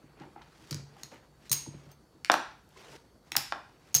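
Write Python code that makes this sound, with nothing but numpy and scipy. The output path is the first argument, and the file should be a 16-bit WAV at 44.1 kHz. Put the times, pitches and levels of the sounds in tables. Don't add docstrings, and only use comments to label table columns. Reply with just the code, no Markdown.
import sys
import numpy as np
from scipy import signal
from scipy.fft import rfft, irfft
from scipy.io import wavfile
from scipy.ndimage import uniform_filter1d

SR = 44100
rng = np.random.default_rng(int(sys.argv[2]) if len(sys.argv) > 2 else 0)


def wrap_up_sound(samples):
    columns = np.atleast_2d(samples).T
    tamed = np.clip(columns, -1, 1)
    steps = np.round(tamed * 32767).astype(np.int16)
    wavfile.write(sys.argv[1], SR, steps)


def gain_from_db(level_db):
    decades = np.asarray(level_db, float) / 20
    return 10 ** decades


N = 176400


def evened(x):
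    return x / np.sqrt(np.mean(x ** 2) + 1e-20)


def read(points, hz):
    f, value = np.transpose(points)
    return np.interp(np.log(hz + 1), np.log(f + 1), value)


def add(mix, s, peak_db, sound):
    part = mix[max(round(s * SR), 0):][:len(sound)]
    part += (gain_from_db(peak_db) * sound / np.abs(sound).max())[:len(part)]


def ring(hz, db, t60, length):
    t = np.arange(0, length, 1 / SR)[:, None]
    level = gain_from_db(db - 60 * t / np.maximum(t60, 1e-3))
    return (level * np.sin(2 * np.pi * hz * t)).sum(1), t[:, 0]


def crack(noise, length, tilt_db, bump_hz=5000.):
    # frequency in Hz, level in dB.
    plastic_colour = [(470, -40), (800, -6.5), (3340, -5), (5290, 1), (7660, -4), (11400, -7),
                      (12800, -12.5), (14100, -3.5), (16100, -19.5), (16900, -39.5)]
    bump_db, bump_octaves = 6, 0.56
    t = np.arange(len(noise)) / SR - .002
    hz = np.fft.rfftfreq(len(noise), 1 / SR)
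    burst = noise * np.clip(t / 0.00009, 0, 1) * np.exp(-t / max(length, 2e-4))
    burst[94] = 2.01
    bump = bump_db * np.exp(-(np.log2((hz + 1) / bump_hz) / bump_octaves) ** 2)
    tilt = tilt_db * np.log2(hz / 6000 + 0.46)
    burst = irfft(rfft(burst) * gain_from_db(read(plastic_colour, hz) + bump + tilt))
    burst = burst[74:]
    burst = burst * np.minimum(np.arange(len(burst)) / 12, 1)
    return burst / np.abs(burst).max()


def shaped(db):
    frames = N // 128 + 5
    hz = np.fft.rfftfreq(512, 1 / SR)[:, None]
    a, b = rng.standard_normal((frames, 257, 2)).T
    spectra = (a + 1j * b) * gain_from_db(db(hz, np.arange(frames) * 128 / SR))
    return signal.istft(spectra, nperseg=512, noverlap=384)[1][:N]


def hush():
    # frequency in Hz, relative level in dB per Hz.
    hush_colour = [(12, -54), (20, -17.5), (82, -3), (432, -10.5), (557, -15.5), (804, -16.5), (1300, -21),
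                   (1410, -22), (2350, -32.5), (4620, -29.5), (13900, -39.5), (16900, -45)]
    # frequency in Hz, width in Hz of each of two equal poles, rms level in dB.
    hum_tones = [(54.5, 30, -61), (146, 15, -70.5)]
    hush_db, patch_db = -62, 2
    frames, hz = N // 512 + 5, np.fft.rfftfreq(2048, 1 / SR)
    a, b, patch = rng.standard_normal((frames, 1025, 3)).T
    patch = uniform_filter1d(patch, size=16, axis=0)
    patch = evened(uniform_filter1d(patch, size=4, axis=1))
    spectra = (a + 1j * b) * gain_from_db(read(hush_colour, hz)[:, None] + patch_db * patch)
    out = gain_from_db(hush_db) * evened(signal.istft(spectra, nperseg=2048, noverlap=1536)[1][:N])
    for f_hz, width_hz, db in hum_tones:
        r = np.exp(-np.pi * width_hz / SR)
        slow = signal.lfilter([1], [1, -2 * r, r * r], rng.standard_normal((N, 2)) @ [1, 1j])
        out += gain_from_db(db) * evened((slow * np.exp(2j * np.pi * f_hz * np.arange(N) / SR)).real)
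    return out


def whine():
    whine_hz, whine_db, waver_rms_hz = 4480, -77.5, 14
    waver = evened(uniform_filter1d(rng.standard_normal(N), size=2000))
    return gain_from_db(whine_db) * np.sin(2 * np.pi * np.cumsum(whine_hz + waver_rms_hz * waver) / SR)


def room(x):
    # frequency in Hz, t60 in seconds.
    room_t60 = [(100, 0.36), (300, 0.31), (1000, 0.4), (3000, 0.49), (6000, 0.43), (10000, 0.34),
                (16000, 0.17)]
    # frequency in Hz, relative level in dB.
    room_colour = [(100, 9), (1000, -0.6), (6000, -6.5), (16000, -6)]
    # delay in seconds, level in dB.
    echoes = [(.0088, -15), (.0147, -18)]
    room_db, room_gap_s, room_rise_s, turn_hz = -7, 0.0027, 0.0065, 37
    out, t = np.zeros(N), np.arange(N) / SR
    for k in range(3):
        spikes = np.zeros(SR)
        at = np.arange(100, SR - 12, 12) + rng.integers(0, 12, (SR - 101) // 12)
        spikes[at] = rng.choice([-1., 1.], len(at))
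        hz, tt, z = signal.stft(spikes, SR, nperseg=512)
        z = z * gain_from_db(read(room_colour, hz)[:, None] - 60 * tt / read(room_t60, hz)[:, None])
        tail = signal.istft(z, SR, nperseg=512)[1][:SR]
        tail = tail * np.clip((t[:SR] - room_gap_s) / room_rise_s, 0, 1)
        turn = np.cos(2 * np.pi * (turn_hz * t + k / 6)) * np.sqrt(2 / 3)
        out += gain_from_db(room_db) * signal.fftconvolve(x * turn, tail / np.linalg.norm(tail))[:N]
    for s, db in echoes:
        delay = round(s * SR)
        out[delay:] += gain_from_db(db) * x[:-delay]
    return out


def slides():
    # time in seconds, body level in dB, treble level in dB.
    slide_curves = [
        [(0.0, -68.5, -103), (0.158, -66, -92), (0.216, -54, -76.5), (0.352, -68.5, -80), (0.36, -59.5, -91),
         (0.5, -63.5, -72.5), (0.7, -62, -63.5), (0.82, -60, -75)],
        [(0.85, -67, -88), (1.02, -61.5, -64.5), (1.045, -59, -62), (1.1, -72, -73), (1.122, -51.5, -63.5),
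         (1.324, -81.5, -96), (1.48, -57.5, -58.5)],
        [(1.72, -57.5, -83), (1.784, -63, -73), (1.926, -63, -71.5), (1.948, -75, -92.5), (2.146, -86.5, -82),
         (2.168, -70.5, -106), (2.22, -82, -102)],
        [(2.66, -95.5, -102), (2.686, -76.5, -80.5), (2.776, -55.5, -62), (2.954, -56.5, -59.5),
         (3.04, -74, -78), (3.206, -89, -99), (3.29, -59, -63.5)],
        [(3.7, -55, -67), (3.728, -85, -75), (3.768, -63, -79.5), (3.792, -92, -79), (3.798, -71.5, -77),
         (3.916, -61.5, -68), (3.93, -61, -66)],
    ]
    # frequency in Hz, relative level in dB per Hz.
    rub_colour = [(59, -41.5), (100, -32), (141, -13), (412, 5), (479, -2.5), (736, -3), (5900, -8),
                  (15200, -29.5), (16900, -49.5)]
    split_hz, fade_s = 2640, 0.06
    grain_db, lump_db = 2, 3.5
    fibres_per_s, fibre_db, fibre_spread_db = 500, -9, 3.5
    t, out = np.arange(N) / SR, np.zeros(N)

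    def colour(hz, tt):
        swell = evened(uniform_filter1d(rng.standard_normal(len(tt)), size=8))
        patch = rng.standard_normal((len(tt), len(hz))).T
        patch = uniform_filter1d(patch, size=5, axis=0)
        patch = evened(uniform_filter1d(patch, size=10, axis=1))
        grain = grain_db * rng.standard_normal(len(tt))
        return read(rub_colour, hz) + grain + lump_db * (swell + patch) / 2

    rub = evened(shaped(colour))
    fibre_height = gain_from_db(fibre_spread_db * np.minimum(rng.exponential(1, N), 5))
    fibre_hit = rng.random(N) < fibres_per_s / SR
    fibres = fibre_height * fibre_hit * rng.choice([-1, 1], N)
    fibre_band = signal.butter(1, (1500, 7000), "band", fs=SR, output="sos")
    rub = rub + gain_from_db(fibre_db) * evened(signal.sosfilt(fibre_band, fibres))
    low = signal.sosfiltfilt(signal.butter(2, split_hz, fs=SR, output="sos"), rub)
    body, treble = evened(low), evened(rub - low)
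    for rows in slide_curves:
        s, body_db, treble_db = np.transpose(rows)
        fade = np.clip(np.minimum(t - s[0], s[-1] - t) / fade_s + .5, 0, 1)
        out += fade * gain_from_db(np.interp(t, s, body_db)) * body
        out += fade * gain_from_db(np.interp(t, s, treble_db)) * treble
    return out


def table():
    # time in seconds, peak level in dB, extra level of the upper modes in dB.
    thuds = [(0.039, -45.5, 11), (0.213, -40.5, 9.5), (0.26, -46, 17), (0.368, -46.5, 42), (0.624, -52, 7),
             (0.715, -30, -4), (0.73, -35.5, -8), (0.75, -33, -4.5), (0.799, -42.5, -8), (0.824, -42, -15),
             (1.036, -49.5, -13), (1.129, -48, 8), (1.51, -33.5, -12.5), (1.675, -33.5, 2.5),
             (1.744, -36.5, -1), (1.868, -44.5, -8), (2.15, -49, 9), (2.905, -52.5, -12),
             (3.323, -46.5, 33), (3.37, -39, 3.5), (3.955, -32.5, -12)]
    # frequency in Hz, level in dB, t60 in seconds,
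    # share (0 to 1) of the extra upper-mode level that the mode takes.
    table_modes = [(65, -10.5, 0.33, 0.3), (101.6, -0.5, 0.14, 0.13), (141.5, 0.5, 0.36, 0.17),
                   (182.5, -3.5, 0.12, 0.53), (212, -9.5, 0.13, 0.16), (252.6, -4, 0.13, 0.92),
                   (316.4, -3, 0.14, 1), (356, -3.5, 0.061, 1), (450, -6.5, 0.06, 0.83),
                   (563, -7, .035, 0.34), (710, -15, .025, .5)]
    rise_s, lag_s = .008, .012
    out, (hz, db, t60, upper) = np.zeros(N), np.transpose(table_modes)
    slowness = np.sqrt(100 / hz)
    lag = lag_s * slowness
    t = np.arange(0, .5, 1 / SR)[:, None] - lag + lag.min()
    rise = np.clip(t / (rise_s * slowness), 0, 1)
    for (s, peak_db, upper_db), phase in zip(thuds, rng.random((len(thuds), len(hz)))):
        level = rise * gain_from_db(db + upper_db * upper - 60 * t / t60)
        tone = level * np.sin(2 * np.pi * (hz * t + phase))
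        add(out, s - rise_s, peak_db, tone.sum(1))
    return out


def taps():
    # start in seconds, peak level in dB, frequency in Hz, t60 in seconds.
    tap_rows = [(.214, -45, 823, 0.11), (0.233, -50, 906, 0.081), (.361, -37.5, 817, 0.018),
                (.378, -48, 815, 0.032), (.412, -44, 894, 0.026), (.965, -48.5, 795, 0.042),
                (1.123, -43, 548, 0.042), (1.134, -48.5, 910, 0.05), (1.662, -44.5, 905, 0.015),
                (1.863, -50.5, 592, 0.025), (2.761, -49.5, 1045, 0.0504), (3.372, -35, 813, 0.085),
                (2.298, -37.5, 310, 0.087), (2.93, -49, 900, 0.08), (2.861, -52, 490, 0.085),
                (.27, -46, 347, .05)]
    overtone_ratio, overtone_db, rise_s = 1.6, -11.5, .003
    out = np.zeros(N)
    for s, peak_db, hz, t60 in tap_rows:
        tone, t = ring(hz * np.array([1, overtone_ratio]), np.array([0, overtone_db]), t60, 0.15)
        add(out, s, peak_db, tone * np.minimum(t / rise_s, 1))
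    return out


def tray():
    # time in seconds, peak level in dB before the band filter, factor on the mode
    # frequencies, factor on the ring times, tilt in dB per octave.
    knocks = [(2.3003, -3.5, 1.002, 0.8, 2), (2.3424, -11, 1.04, 0.8, 0), (3.3551, -21.5, 1.17, 0.73, 3),
              (3.5243, -17, 1.02, 1.08, 3)]
    # frequency in Hz, level in dB, t60 in seconds.
    tray_modes = [(345.5, -17, 0.04), (680, -13, 0.021), (824, -1.5, 0.015), (1069, -3.5, 0.017),
                  (1330, -3.5, 0.011), (1564, -5.5, 0.01), (1815, -10, 0.008), (2406, -13, 0.0095),
                  (2900, -16, 0.006), (3520, -17.5, 0.0063)]
    rise_s, tick_db, tick_s, band_hz = 0.0022, -8.5, 0.00031, (260, 6000)
    lag_s = 0.000577
    out, (hz, db, t60) = np.zeros(N), np.transpose(tray_modes)
    t = np.arange(-2 * rise_s, .15, 1 / SR)[:, None] + lag_s * np.log2(hz / 1000)
    swell = np.clip(1 + t / rise_s, 0, 1) ** 2
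    for (s, peak_db, pitch, long, tilt_db), noise in zip(knocks, rng.standard_normal((len(knocks), 1024))):
        decay_db = 60 * np.maximum(t, 0) / (t60 * long)
        level = swell * gain_from_db(db + tilt_db * np.log2(hz / 800) - decay_db)
        tone = -(level * np.cos(2 * np.pi * hz * pitch * t)).sum(1)
        add(out, s - 2 * rise_s, peak_db, tone)
        tick = crack(noise, tick_s, -9.0, 3800.)
        add(out, s - rise_s / 2, peak_db + tick_db + 2 * tilt_db, tick)
    return signal.sosfilt(signal.butter(2, band_hz, "band", fs=SR, output="sos"), out)


def stacked_chips():
    # start in seconds, peak level in dB, rattle decay time in seconds (at least 0.2 ms
    # is used), tilt in dB per octave, centre of the spectral bump in Hz.
    clacks = [(0.199, -47.5, 0.002, -9, 4100), (0.418, -44, 0.0078, -19.5, 4130),
              (0.7088, -29, 0.0047, 0.5, 5760), (0.7103, -26.5, 0.0024, -6, 4660),
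              (0.7262, -29.5, 0.0057, -9, 5000), (0.7448, -22, 0.00074, -2.5, 5030),
              (1.033, -28.5, 0.0011, -2.5, 4040), (1.53, -15.5, 0.00044, 5, 8100),
              (2.247, -19, 0.001, -7.5, 3330), (2.316, -25.5, 0.00075, -7, 8900),
              (2.317, -13.5, 0.0024, -7.5, 5370), (2.3357, -29.5, 0.0013, -0.5, 11000),
              (2.3384, -26, .0015, -3.5, 13900), (2.3406, -13.5, 0.00071, -14, 3050),
              (2.69, -55, .002, 4, 9870), (3.3192, -20.5, 0.0011, -10.5, 3020),
              (3.3645, -11, 0.0011, 21, 6000), (3.366, -6.5, 0.0012, 9.5, 5450),
              (3.3686, -8, 0.00035, -11.5, 10600), (3.9493, -6.5, 0.00051, 20, 10400)]
    out = np.zeros(N)
    for (s, peak_db, length, tilt_db, bump_hz), noise in zip(clacks, rng.standard_normal((len(clacks), 1024))):
        add(out, s, peak_db, crack(noise, length, tilt_db, bump_hz))
    return out


def loose_chips():
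    # start in seconds, peak level in dB, ring t60 in seconds, tilt in dB per octave,
    # crack level against the ring in dB, extra level of the main mode in dB.
    clinks = [(1.034, -28.5, 0.013, -17, 0, 3.5), (1.4955, -31.5, 0.1, -16, -0.5, 0.5),
              (1.5156, -10, 0.12, 3.5, -1.5, -8), (1.519, -16, 0.068, 24, 1.5, 5.5),
              (1.5277, -9, .035, 17, -7.5, 4.3), (1.530, -17.5, 0.027, 4, 0, -3),
              (1.916, -42, 0.036, 15, -8.5, 0), (3.3183, -30, 0.049, -9, 3.5, -1),
              (3.9275, -55, 0.022, 2, -19, 15), (3.932, -51, 0.023, 11, -7, 0.1),
              (3.9434, -12.5, 0.057, -8.5, 4, 10), (3.9499, -8, 0.0153, -2, -11, 26),
              (3.9537, -12.5, 0.023, -1, 11, 11), (3.956, -17.5, 0.054, -22, -10, 0),
              (3.9606, -16, 0.033, 2.5, 7, -3), (3.9634, -17, 0.038, 24, 3, -8),
              (3.967, -16.5, 0.07, 23, 3.5, 7)]
    # level in dB, factor on the ring time.
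    chip_modes = [(-6, 1.7), (4.5, 0.54), (-20.5, 1.3), (8, 2.7), (-17, .4), (2, 0.68), (1, .8),
                  (-18.5, 0.25), (-16, 0.4), (-14.5, 0.46), (-3.5, .9), (-3, .7), (-13, .6)]
    chip_hz = [4100, 5650, 6000, 6500, 7900, 8520, 9150, 10600, 11300, 12300, 13650, 14750, 15400]
    detune, strike_db = .013, 2.5
    hz, (db, share) = np.array(chip_hz + chip_hz), np.transpose(chip_modes + chip_modes)
    out, k = np.zeros(N), len(hz)
    main = (hz > 6300) & (hz < 6900)
    draws = rng.standard_normal((len(clinks), 1024))
    for (s, peak_db, t60, tilt_db, crack_db, main_db), noise in zip(clinks, draws):
        mode_hz = hz * (1 + detune * noise[k:2 * k])
        mode_db = db + main_db * main + strike_db * noise[:k] + tilt_db * np.log2(hz / 6500)
        tone = ring(mode_hz, mode_db, t60 * share, .2)[0]
        tone /= np.abs(tone).max()
        tick = gain_from_db(crack_db) * crack(noise, 0.0015, 2.5)
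        tone[:len(tick)] += tick
        add(out, s, peak_db, tone)
    return out


def scene():
    bright, hollow = loose_chips() + stacked_chips(), tray() + taps()
    tray_send_db = -2.5
    wet = room(bright + gain_from_db(tray_send_db) * hollow)
    return (bright + hollow + wet + table() + slides() + hush() + whine())[None]


def top_cut(x):
    return signal.sosfilt(signal.butter(12, 17050, fs=SR, output="sos"), x)


def record(dry):
    bass_cut_hz, edge_hz = 88.5, 16100
    x = signal.sosfilt(signal.butter(2, bass_cut_hz, "high", fs=SR, output="sos"), dry)
    band_limit = signal.firwin(127, edge_hz, window=("kaiser", 6), fs=SR)
    x = signal.oaconvolve(x, band_limit[None], "same")
    return top_cut(x)


dry = scene()
out = record(dry)
wrap_up_sound(out)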